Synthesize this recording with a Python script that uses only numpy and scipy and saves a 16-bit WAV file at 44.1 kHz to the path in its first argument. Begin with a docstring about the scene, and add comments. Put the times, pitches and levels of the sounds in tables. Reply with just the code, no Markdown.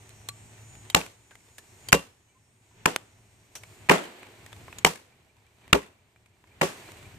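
"""Chopping in a wood: a low hum, a thin whine, rumble, leaves and hiss (sines and filtered noise) lie behind.
The knife clinks now and then (damped steel modes) and chops seven times into a fallen branch, close by.
Each blow is a crack of splitting fibres (noise burst), the knock of the branch (modes), the answer of the trees.
Chips snap in the leaves (noise bursts); far birds call singly (gliding sines), later in a run of pips.
The recorder's gain control ducks at every blow, holds, and lets the background swell back."""
import sys
import numpy as np
from scipy.fft import rfft, irfft, next_fast_len
from scipy.io import wavfile
from scipy.ndimage import uniform_filter1d, minimum_filter1d, map_coordinates

SR = 44100
rng = np.random.default_rng(int(sys.argv[2]) if len(sys.argv) > 2 else 0)


def wav_out(sig):
    """Save sig, one row per channel (or a flat mono array), as 16-bit PCM at SR to the path in sys.argv[1]."""
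    wavfile.write(sys.argv[1], SR, np.round(np.clip(np.atleast_2d(sig).T, -1, 1) * 32767).astype(np.int16))


N = 316638


def amp(db):
    """Level law: decibels to amplitude gain."""
    return 10 ** (np.asarray(db) / 20)


def unit(x):
    """Normalisation: x scaled to rms 1."""
    return x / np.sqrt(np.mean(x ** 2) + 1e-20)


def at_level(x, t, start, end, db):
    """Short-time level: x scaled so that its rms between start and end is db."""
    window = (t >= start) & (t < end)
    return x * amp(db) / np.sqrt(np.mean(x[:, window] ** 2) + 1e-20)


def pan(db):
    """Level difference between channels: left and right gains, db apart."""
    return amp([[db / 2], [-db / 2]])


def along(points, hz):
    """Spectral envelope: (f, value) points interpolated over log frequency."""
    f, v = np.transpose(points)
    return np.interp(np.log(hz + 1), np.log(f + 1), v)


def curves(rows):
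    """Slow variation: each column after the time, interpolated to one value per sample."""
    s, *cols = np.transpose(rows)
    return [np.interp(np.arange(N) / SR, s, c) for c in cols]


def wobble(rate, size=32):
    """Random modulation: a smooth curve, rate knots a second, worked out every size samples."""
    at = np.arange(0, N + size, size)
    knots = rng.standard_normal(int(N * rate / SR) + 4)
    return np.interp(np.arange(N), at, map_coordinates(knots, [at * rate / SR]))


def coloured(x, gain_db):
    """Minimum-phase filtering: x through the causal filter whose gain is gain_db(f)."""
    m = 2 * next_fast_len(x.shape[-1] // 2 + 4096)
    cepstrum = irfft(np.log(amp(gain_db(np.fft.rfftfreq(m, 1 / SR))) + 1e-6))
    # folding the cepstrum onto positive times makes the response causal
    cepstrum[1:m // 2] *= 2
    cepstrum[m // 2 + 1:] = 0
    return irfft(rfft(x, m) * np.exp(rfft(cepstrum)), m)[..., :x.shape[-1]]


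def bump(hz, centre_hz, width, db):
    """Resonance curve in dB; width is a share of its centre frequency."""
    return db / (1 + ((hz / centre_hz - 1) / width) ** 2)


def tilt(hz, body_db, treble_db):
    """Spectral balance: gain in dB of the hollow low range and of the treble."""
    body = body_db / (1 + (np.log2((hz + 1) / 400) / 0.91) ** 4)
    return body + treble_db / (1 + (3400 / (hz + 1)) ** 4)


def ripple(hz, spacing_hz, db):
    """Modal irregularity: random narrow resonances and notches, new at each call, deeper in the treble."""
    knots = np.clip(rng.standard_normal(int(SR / spacing_hz) + 4), -1.5, 1.5)
    return db * map_coordinates(knots, [hz / spacing_hz]) * hz / (hz + 1500)


def noise(size, split_hz):
    """Interchannel coherence: stereo noise, alike in both channels well below split_hz, unrelated well above."""
    mid, side = rfft(rng.standard_normal((2, size)))
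    turn = np.pi / 4 / (1 + (split_hz / (np.fft.rfftfreq(size, 1 / SR) + 1)) ** 2)
    mid, side = mid * np.cos(turn), side * np.sin(turn)
    return irfft(np.array([mid + side, mid - side]), size)


def burst(envelope, split_hz):
    """Broadband transient: a dense run of impulses under an envelope, evenly spread in frequency."""
    x = noise(len(envelope), split_hz) * envelope
    for _ in range(3):
        z = rfft(x)
        flat = irfft(z / (abs(z) + 1e-9), len(envelope))
        x = flat * np.sqrt(envelope)
    return x


def ring(modes, t, scatter_db, spread):
    """Modal decay: damped modes at new strengths, the high ones differing in phase between the channels."""
    hz, db, t60 = np.transpose(modes)[:, :, None]
    db = db + scatter_db * rng.standard_normal(hz.shape)
    phase = rng.uniform(0, 2 * np.pi, hz.shape)
    phase = phase + np.minimum(spread * hz / 1000, 2) * rng.standard_normal((2,) + hz.shape)
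    return np.sum(amp(db - 60 * t / t60) * np.sin(2 * np.pi * hz * t + phase), axis=1)


def add(track, s, x):
    """Superposition: mix x into the track at time s."""
    i = min(max(round(s * SR), 0), N)
    track[:, i:i + x.shape[1]] += x[:, :N - i]


# low wavering hum and high whine drifting: t/s, whine gain/dB, hum gain/dB
DRONE_DRIFT = [(0, 9, -54.5), (.85, 11.5, -51.5), (1.6, 12, -63.5), (2.9, 6.5, -56.5), (4.4, 2, -67),
               (5.3, -10, -67.5), (7.18, -8, -63.5)]
# partials of the whine: f/Hz, relative level/dB
WHINE_PARTIALS = [(5389, -83), (5792, -81), (6191, -79.5), (6589, -78.5), (6988, -74.5), (7391, -80.5),
                  (7590, -78), (7994, -82.5), (8193, -75.5), (8586, -80), (8985, -81.5), (9388, -81.5)]
# narrow noise band around the whine: f/Hz, relative level/dB
SHIMMER_SPECTRUM = [(4500, -40), (5800, -9), (7000, 0), (8300, -1), (9300, -14), (10500, -45)]


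def drone():
    """Modulated partials: a low wavering hum, and a thin whine of flickering sines in a narrow shimmer."""
    t = np.arange(N) / SR
    whine_db, hum_db = curves(DRONE_DRIFT)
    whine = np.zeros((2, N))
    for hz, db in WHINE_PARTIALS:
        phase = 1.5 * wobble(45) + rng.uniform(0, 2 * np.pi, (2, 1))
        whine += amp(db - 1 + 4 * wobble(9)) * np.sin(2 * np.pi * hz * t + phase)
    band = unit(coloured(noise(N, split_hz=3000), lambda hz: along(SHIMMER_SPECTRUM, hz)))
    shimmer = amp(-77 + 1.5 * wobble(40)) * band
    hum = amp(-1.0 + 1.6 * wobble(6.7)) * np.sin(2 * np.pi * 107 * t + .7 * wobble(10))
    return amp(whine_db) * (whine + shimmer) + amp(hum_db) * hum


# the wood at rest, before the gain control
RUMBLE_DB, LEAVES_DB, HISS_DB = -57.5, -59, -65
# air and clothing stir on every downswing, centred shortly before the blow
SWING_LEAD_S, SWING_S, SWING_RUMBLE_DB, SWING_RUSTLE_DB = 0.034, 0.062, -56, -57
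# the body shifts between blows: t/s, half length/s, rumble level/dB, rustle level/dB, hiss level/dB
BODY_SHIFTS = [(0.659, .2, -58, -63.5, -73), (1.55, .25, -61.5, -58, -59.5), (3.677, 0.17, -66.5, -65, -63),
               (4.557, .17, -43.5, -52, -52.5), (7.14, 0.25, -48, -57, -86)]
# foliage shakes after a blow and settles: t/s, leaves level/dB, hiss level/dB, settling/(dB/s)
FOLIAGE_SHAKES = [(3.9, -36, -46, 17.5), (6.62, -41.5, -47.5, 22)]
SHAKE_RISE_S = 0.059


def stir():
    """Addition of powers: gains of rumble, leaves, hiss from rest, swings, body shifts and shaken foliage."""
    t = np.arange(N) / SR
    swell = lambda s, half_length: np.exp(-((t - s) / half_length) ** 2)
    power = lambda levels_db: amp(levels_db)[:, None] ** 2
    total = power([RUMBLE_DB, LEAVES_DB, HISS_DB]) * np.ones(N)
    swings = sum(swell(blow[0] - SWING_LEAD_S, SWING_S) for blow in BLOWS)
    total[:2] += power([SWING_RUMBLE_DB, SWING_RUSTLE_DB]) * swings
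    for s, half_length, *levels_db in BODY_SHIFTS:
        total += power(levels_db) * swell(s, half_length)
    for s, leaves_db, hiss_db, settling in FOLIAGE_SHAKES:
        age = np.maximum(t - s, 0)
        shake = (1 - np.exp(-age / SHAKE_RISE_S)) * amp(-settling * age)
        total[1:] += power([leaves_db, hiss_db]) * shake ** 2
    return np.sqrt(total)


# dry snap, shared by leaves, chips, splinters and the knife's tick: f/Hz, relative level/dB
SNAP_SPECTRUM = [(100, -14.5), (500, -5), (1300, -5.5), (2300, -2.5), (3500, -3.5), (5000, -7.5),
                 (8000, -2), (14500, -13)]


def tick(pitch):
    """Resonant impulse: one tiny snap of peak 1; pitch runs from 0 (dull) to 1 (bright)."""
    t = np.arange(2 ** 11) / SR
    ring_hz = 700 * 6 ** pitch
    colour = lambda hz: along(SNAP_SPECTRUM, hz) + tilt(hz, 0, -8) + bump(hz, ring_hz, width=0.042, db=14.5)
    x = coloured(noise(len(t), split_hz=770) * amp(-60 * t / 0.016), colour)
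    return x / abs(x).max()


def rustle(per_second, db, count=12):
    """Random impulse process: ticks at random times and strengths from a handful of dry leaves."""
    out = np.zeros((2, N))
    leaves = [tick(pitch) for pitch in np.linspace(0, 1, count)]
    for when, size, which in rng.uniform(size=(int(per_second * N / SR), 3)):
        add(out, when * N / SR, amp(db - 14 * (1 - size ** 2)) * leaves[int(which * count)])
    return out


# low rumble of the wood: f/Hz, relative level/dB
RUMBLE_SPECTRUM = [(12, -49.5), (20, -16.5), (27, -17), (48, -10.5), (102, 0.5), (117, -1.5), (145, -8.5),
                   (300, -16.5), (390, -47), (660, -120)]
# stirring leaves: f/Hz, relative level/dB
LEAVES_SPECTRUM = [(120, -30.5), (200, -8.5), (296, -6.5), (369, -0.5), (545, -10), (597, -6), (918, -7),
                   (1240, -11.5), (2320, -7.5), (4500, -18), (5850, -52), (9900, -120)]
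# fine hiss: f/Hz, relative level/dB
HISS_SPECTRUM = [(2350, -31), (4000, -6), (5020, -5), (5220, -4.5), (5860, -4), (7150, -2), (8300, -0.5),
                 (10000, -10.5), (14000, -7.5), (14800, -14.5), (15000, -16.5)]
RUMBLE_PAN_DB, LEAVES_PAN_DB, HISS_PAN_DB = 1, -1.3, 0.35


def forest():
    """Filtered random noise: low rumble, stirring leaves with their dry ticks, and a fine hiss."""
    rumble_gain, leaves_gain, hiss_gain = stir()
    rush = lambda spectrum, split_hz: unit(coloured(noise(N, split_hz), lambda hz: along(spectrum, hz)))
    rumble = amp(1.3 * wobble(16)) * rush(RUMBLE_SPECTRUM, split_hz=230)
    leaves = amp(.8 * wobble(25)) * rush(LEAVES_SPECTRUM, split_hz=620) + rustle(per_second=12, db=17)
    hiss = amp(.8 * wobble(65)) * rush(HISS_SPECTRUM, split_hz=3500)
    return (rumble_gain * pan(RUMBLE_PAN_DB) * rumble
            + leaves_gain * pan(LEAVES_PAN_DB) * leaves
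            + hiss_gain * pan(HISS_PAN_DB) * hiss)


def pip(db, pitch_hz, length, rise=.07):
    """Frequency glide: one short note, rising by a share of its pitch."""
    progress = np.linspace(0, 1, int(max(length, .005) * SR))
    hz = pitch_hz * (1 + rise * (progress - .5))
    phase = 2 * np.pi * np.cumsum(hz) / SR + rng.uniform(0, 1, (2, 1))
    return amp(db) * np.sin(np.pi * progress) ** 2 * np.sin(phase)


# single far calls: t/s, level/dB, f/Hz, length/s
SINGLE_CALLS = [(2.275, -59.5, 2956, .04), (2.28, -58, 2330, .06), (2.341, -51.5, 1040, 0.054)]
# a far bird repeats one pip, slowing a little
PIP_START_S, PIP_GAP_S, PIP_SLOWING_S, PIP_HZ, PIP_S = 5.118, 0.17, 0.00045, 2360, 0.027
# strength of the pips: t/s, level/dB
PIP_STRENGTH = [(5.1, -53), (6.2, -59), (6.8, -44.5), (7.18, -48)]


def birds(count):
    """Tonal calls in near-periodic repetition: a few single calls, then a run of pips, from far away."""
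    out = np.zeros((2, N))
    for s, db, pitch_hz, length in SINGLE_CALLS:
        add(out, s, pip(db, pitch_hz, length))
    for k in range(count):
        s = PIP_START_S + k * (PIP_GAP_S + k * PIP_SLOWING_S)
        add(out, s, pip(np.interp(s, *np.transpose(PIP_STRENGTH)), PIP_HZ, PIP_S))
    return out


# bark, chips and twigs snap; the row at 3.888 s is a soft, dull noise just ahead of the fourth blow:
# t/s, peak level/dB, treble gain/dB, envelope t60/s, ring f/Hz
CHIP_SNAPS = [(0.093, -36.5, 8, 0.0185, 2500), (.752, -40, -8, .04, 2570), (1.013, -16.5, -13, 0.034, 2600),
              (1.064, -20, -6.5, 0.022, 2420), (1.309, -33, -15, 0.16, 1588),
              (1.354, -28, -10, 0.028, 2050), (1.582, -24, 0.5, 0.095, 1724), (1.921, -2, -8, 0.019, 1500),
              (2.9617, -.5, -8.5, 0.012, 1460), (3.553, -24, -0.5, 0.2, 5880),
              (3.635, -31, -9.5, 0.0507, 2250), (3.888, -10, -23, 0.12, 1030),
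              (4.231, -22.5, -19, 0.025, 2490), (4.463, -22.5, -4, 0.033, 1870),
              (4.529, -19.5, -13.5, 0.033, 3480), (4.681, -30, -36, .04, 1066),
              (4.727, -26, -18, 0.048, 2570), (4.958, -21, -2, .025, 1700), (5.679, -34, -10, 0.0223, 2003),
              (6.161, -36.5, -19.5, 0.0292, 2401), (6.26, -36.5, -10, 0.043, 2304),
              (6.44, -38, -27, 0.029, 996), (6.888, -32, -35, 0.11, 400), (6.919, -29, -1, 0.022, 2270)]


def chips():
    """Brittle fracture: dry snaps with short rings and faint scatter from foliage, and one soft, dull noise."""
    out, t = np.zeros((2, N)), np.arange(2 ** 13) / SR
    for s, db, treble_db, t60, ring_hz in CHIP_SNAPS:
        envelope = amp(-60 * t / t60) + amp(-38.5) * amp(-60 * t / .15)
        ring_db = 12 * min(1, t60 / .035)  # the shortest sounds ring less
        colour = lambda hz: (along(SNAP_SPECTRUM, hz) + tilt(hz, 0, treble_db)
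                             + bump(hz, ring_hz, width=0.057, db=ring_db))
        snap = coloured(burst(envelope, split_hz=2100), colour)
        add(out, s, amp(db) * snap / abs(snap).max())
    return out


# the knife clinks in the hand: t/s, peak level/dB, two favoured rings f/Hz, tick over ring level/dB
KNIFE_CLINKS = [(0.2871, -19, 1152, 4160, 4), (.8998, -20, 3130, 3700, 3), (1.886, -18, 3147, 4720, 3),
                (4.7847, -21, 3700, 6800, 2)]
# modes of the steel: f/Hz, relative level/dB, t60/s
STEEL_MODES = [(1150, -27, .14), (2040, -5.5, .02), (3144, -18, .06), (3790, -7, .02), (4160, -15, .05),
               (4670, -15, 0.036), (6089, -14.5, .05), (6860, -10, .035), (7860, -14, .05)]


def clinks():
    """Modal excitation: a tick and a short ring of steel; the contact point favours two modes."""
    out, t = np.zeros((2, N)), np.arange(2 ** 13) / SR
    for s, db, *rings_hz, tick_db in KNIFE_CLINKS:
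        favour = lambda hz: sum(bump(hz, ring_hz, width=.04, db=15) for ring_hz in rings_hz)
        modes = [(hz, level + favour(hz), t60) for hz, level, t60 in STEEL_MODES]
        contact = coloured(burst(amp(-60 * t / 0.047), split_hz=560), lambda hz: along(SNAP_SPECTRUM, hz))
        clink = unit(ring(modes, t, scatter_db=0.56, spread=.5)) + amp(tick_db) * unit(contact)
        clink = clink * (1 - np.exp(-t / .0006))
        add(out, s, amp(db) * clink / abs(clink).max())
    return out


# answer of the trees: f/Hz, relative level/dB
ECHO_SPECTRUM = [(30, -17.5), (90, -11.5), (200, -0.5), (330, 0.5), (520, 1.5), (750, -2), (2700, -6.5),
                 (4500, -13.5), (8000, -14), (10000, -19), (14500, -25.5)]


def echo(t, treble_db):
    """Multiple scattering: near foliage answers at once in uneven clumps, far trunks go on faintly."""
    decay = amp(-60 * t / .27) + amp(-24.5) * amp(-60 * t / 0.78)
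    scatter = (1 - np.exp(-(t / 0.021) ** 2)) * decay
    clumps = amp(1.1 * wobble(200)[:len(t)])
    colour = lambda hz: along(ECHO_SPECTRUM, hz) + tilt(hz, 0, treble_db) + ripple(hz, spacing_hz=109.7, db=2)
    return coloured(noise(len(t), split_hz=240) * scatter * clumps, colour)


# modes of the branch: f/Hz, relative level/dB, t60/s
BRANCH_MODES = [(63, -18, 0.16), (164.5, -5, 0.13), (190, -11, 0.13), (284, -13.5, 0.15),
                (406.4, -4.5, .11), (492, -9.5, 0.12), (551, -6.5, 0.13), (761.5, -6, 0.094),
                (874, -8.5, 0.11), (1009.2, -5.5, 0.094), (1135, -11.5, 0.14), (1370, -12.5, .08),
                (1615, -18.5, .08), (1810, -14, .09), (1950, -14.5, 0.1), (2420, -15, .1),
                (2760, -16, 0.16)]
# noisy part of the knock: f/Hz, relative level/dB
KNOCK_SPECTRUM = [(25, -14), (60, -11.5), (105, -15.5), (170, -3.5), (400, 2), (950, -2), (1400, -8),
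                  (2600, -11.5), (4200, -17), (8000, -18), (10000, -26.5), (14500, -26)]


def knock(t, delay, branch_hz, body_db, treble_db):
    """Bending waves: the knock swells as the wave runs along the branch, then its modes ring out."""
    swell = 1 / (1 + np.exp(-(t - delay) / .005))
    fade = amp(-60 * np.maximum(t - .022, 0) / 0.081)
    colour = lambda hz: (along(KNOCK_SPECTRUM, hz) + bump(hz, branch_hz, width=0.063, db=10.0)
                         + ripple(hz, spacing_hz=114.5, db=4))
    wood = coloured(burst(swell * fade, split_hz=480), colour)
    modes = ring(BRANCH_MODES, t, scatter_db=2.5, spread=2.1) * (1 - np.exp(-t / 0.02))
    return coloured(unit(wood) + amp(-1.5) * unit(modes), lambda hz: tilt(hz, body_db, treble_db))


# splitting fibres: f/Hz, relative level/dB
CRACK_SPECTRUM = [(25, -12.5), (70, -2.5), (250, -3), (500, -7), (1000, -1), (1700, -3), (2800, -4),
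                  (3600, -11), (5500, -13.5), (7500, -9.5), (9500, -18.5), (14500, -20.5)]


def crack(t, bite, cut_modes, body_db, treble_db, thump_db):
    """Fracture noise: fibres split until the wood stops the blade; the cut rings briefly."""
    stop = amp(-60 * np.maximum(t - bite, 0) / 0.019)
    fibres = burst((1 - np.exp(-t / 0.00074)) * stop, split_hz=440)

    def colour(hz):
        """Resonance of the cut over the balance of the blow."""
        cut = sum(bump(hz, centre_hz, width=0.13, db=8) for centre_hz in cut_modes)
        thump = thump_db / (1 + (hz / 200) ** 4)
        balance = along(CRACK_SPECTRUM, hz) + tilt(hz, body_db, treble_db)
        return balance + thump + cut + ripple(hz, spacing_hz=252.6, db=2.5)
    return coloured(fibres, colour)


# blows, levels before the low shelves: t/s, bite length/s, crack level/dB, crack body gain/dB,
# crack treble gain/dB, thump gain/dB, three resonances of the cut f/Hz, knock level/dB, knock body gain/dB,
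# knock treble gain/dB, knock delay/s, branch resonance f/Hz, echo level/dB, deep bass gain/dB, pan/dB
BLOWS = [(0.9458, 0.00388, -0.5, -1.5, 3.5, 2.5, 975.6, 2450, 3910, -14.5, -0.5, 3.5, .011, 820, -32.5, -6, 0.5),
         (1.926, 0.0049, 5.5, -2.5, 5, 3.5, 1024, 1467, 2462, -7.5, -0.5, 3.5, .006, 470, -33, 2, 1.33),
         (2.856, 0.0051, -6, 3, 4, 2, 1000, 1630, 2500, -22, 3, -1.5, .008, 894, -35.5, -3, 3.3),
         (3.894, .0065, 1, -3, -5.5, -9, 810, 1850, 2700, -3.5, -2.5, -6, .013, 407, -18, -14, -1.2),
         (4.8468, 0.0036, 3, 6, 4.5, -3, 432.7, 2216, 2960, -12, -7.5, 4, .012, 963, -31, .5, .3),
         (5.7284, 0.0043, 4.5, -1, -2, 4, 1394, 2784, 3665, -9.5, 4.5, -2.5, .016, 400, -32.5, .5, 2.5),
         (6.6118, 0.008, -13, 3, -3, 2.5, 595, 976, 2270, -17.5, 4.5, 2, .012, 380, -34.5, -5, 1.5)]


def chops():
    """Impact on a beam: the crack of the cut, the knock of the branch, the answer of the trees, splinters."""
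    out, t = np.zeros((2, N)), np.arange(int(.55 * SR)) / SR
    for s, bite, *crack_row, knock_db, knock_body, knock_treble, delay, branch_hz, echo_db, bass_db, pan_db in BLOWS:
        crack_db, crack_body, crack_treble, thump_db, *cut_modes = crack_row
        split = crack(t, bite, cut_modes, crack_body, crack_treble, thump_db)
        split = at_level(split, t, 0, bite, crack_db)
        body = knock(t, delay, branch_hz, knock_body, knock_treble)
        body = at_level(body, t, 0.0055, .035, knock_db)
        body += at_level(echo(t, knock_treble), t, .06, 0.11, echo_db)
        body = coloured(body, lambda hz: thump_db / (1 + (hz / 115) ** 4))
        # deep bass gain below 70 Hz, set for each blow
        blow = coloured(split * pan(pan_db) + body, lambda hz: bass_db / (1 + (hz / 70) ** 4))
        add(out, s, blow)
        # splinters let go after the blow, the later the weaker
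        for when, pitch in rng.uniform(size=(7, 2)):
            late = 0.022 + 0.16 * when
            add(out, s + late, amp(echo_db + 20 - 170 * late) * tick(.4 + .5 * pitch))
    return out


def scene():
    """Superposition: the wood's background, then the chopping in front of it."""
    return drone() + forest() + birds(count=14) + chips() + clinks() + chops()


# CUT_SHARE is the share of the excess level taken away
THRESHOLD_DB, CUT_SHARE, SENSE_S, HOLD_S, RELEASE_DB_PER_S = -24.5, 0.46, .03, .6, 24.5


def gain_control(x):
    """Compression: takes away a share of the level above threshold, holds that cut, then slowly lets go."""
    power = abs(uniform_filter1d(np.mean(x ** 2, axis=0), int(SENSE_S * SR)))
    cut_db = CUT_SHARE * np.maximum(10 * np.log10(power + 1e-12) - THRESHOLD_DB, 0)
    half = int(HOLD_S * SR / 2)
    # the largest cut of the past hold time
    held_db = -minimum_filter1d(-cut_db, 2 * half + 1, origin=half, mode="nearest")
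    # a running maximum over a ramp lets the cut fall no faster than the release
    ramp_db = RELEASE_DB_PER_S * np.arange(N) / SR
    return x * amp(ramp_db - np.maximum.accumulate(held_db + ramp_db))


TOP_HZ = 14900


def record(dry):
    """Compression, clipping and band limiting: blows duck the gain, peaks clip, a steep low-pass ends the band."""
    m = next_fast_len(N + SR // 2)
    passed = 1 / (1 + (np.fft.rfftfreq(m, 1 / SR) / TOP_HZ) ** 120)
    clipped = np.clip(gain_control(dry), -1, 1)
    return irfft(rfft(clipped, m) * passed, m)[:, :N]


dry = scene()
out = record(dry)
wav_out(out)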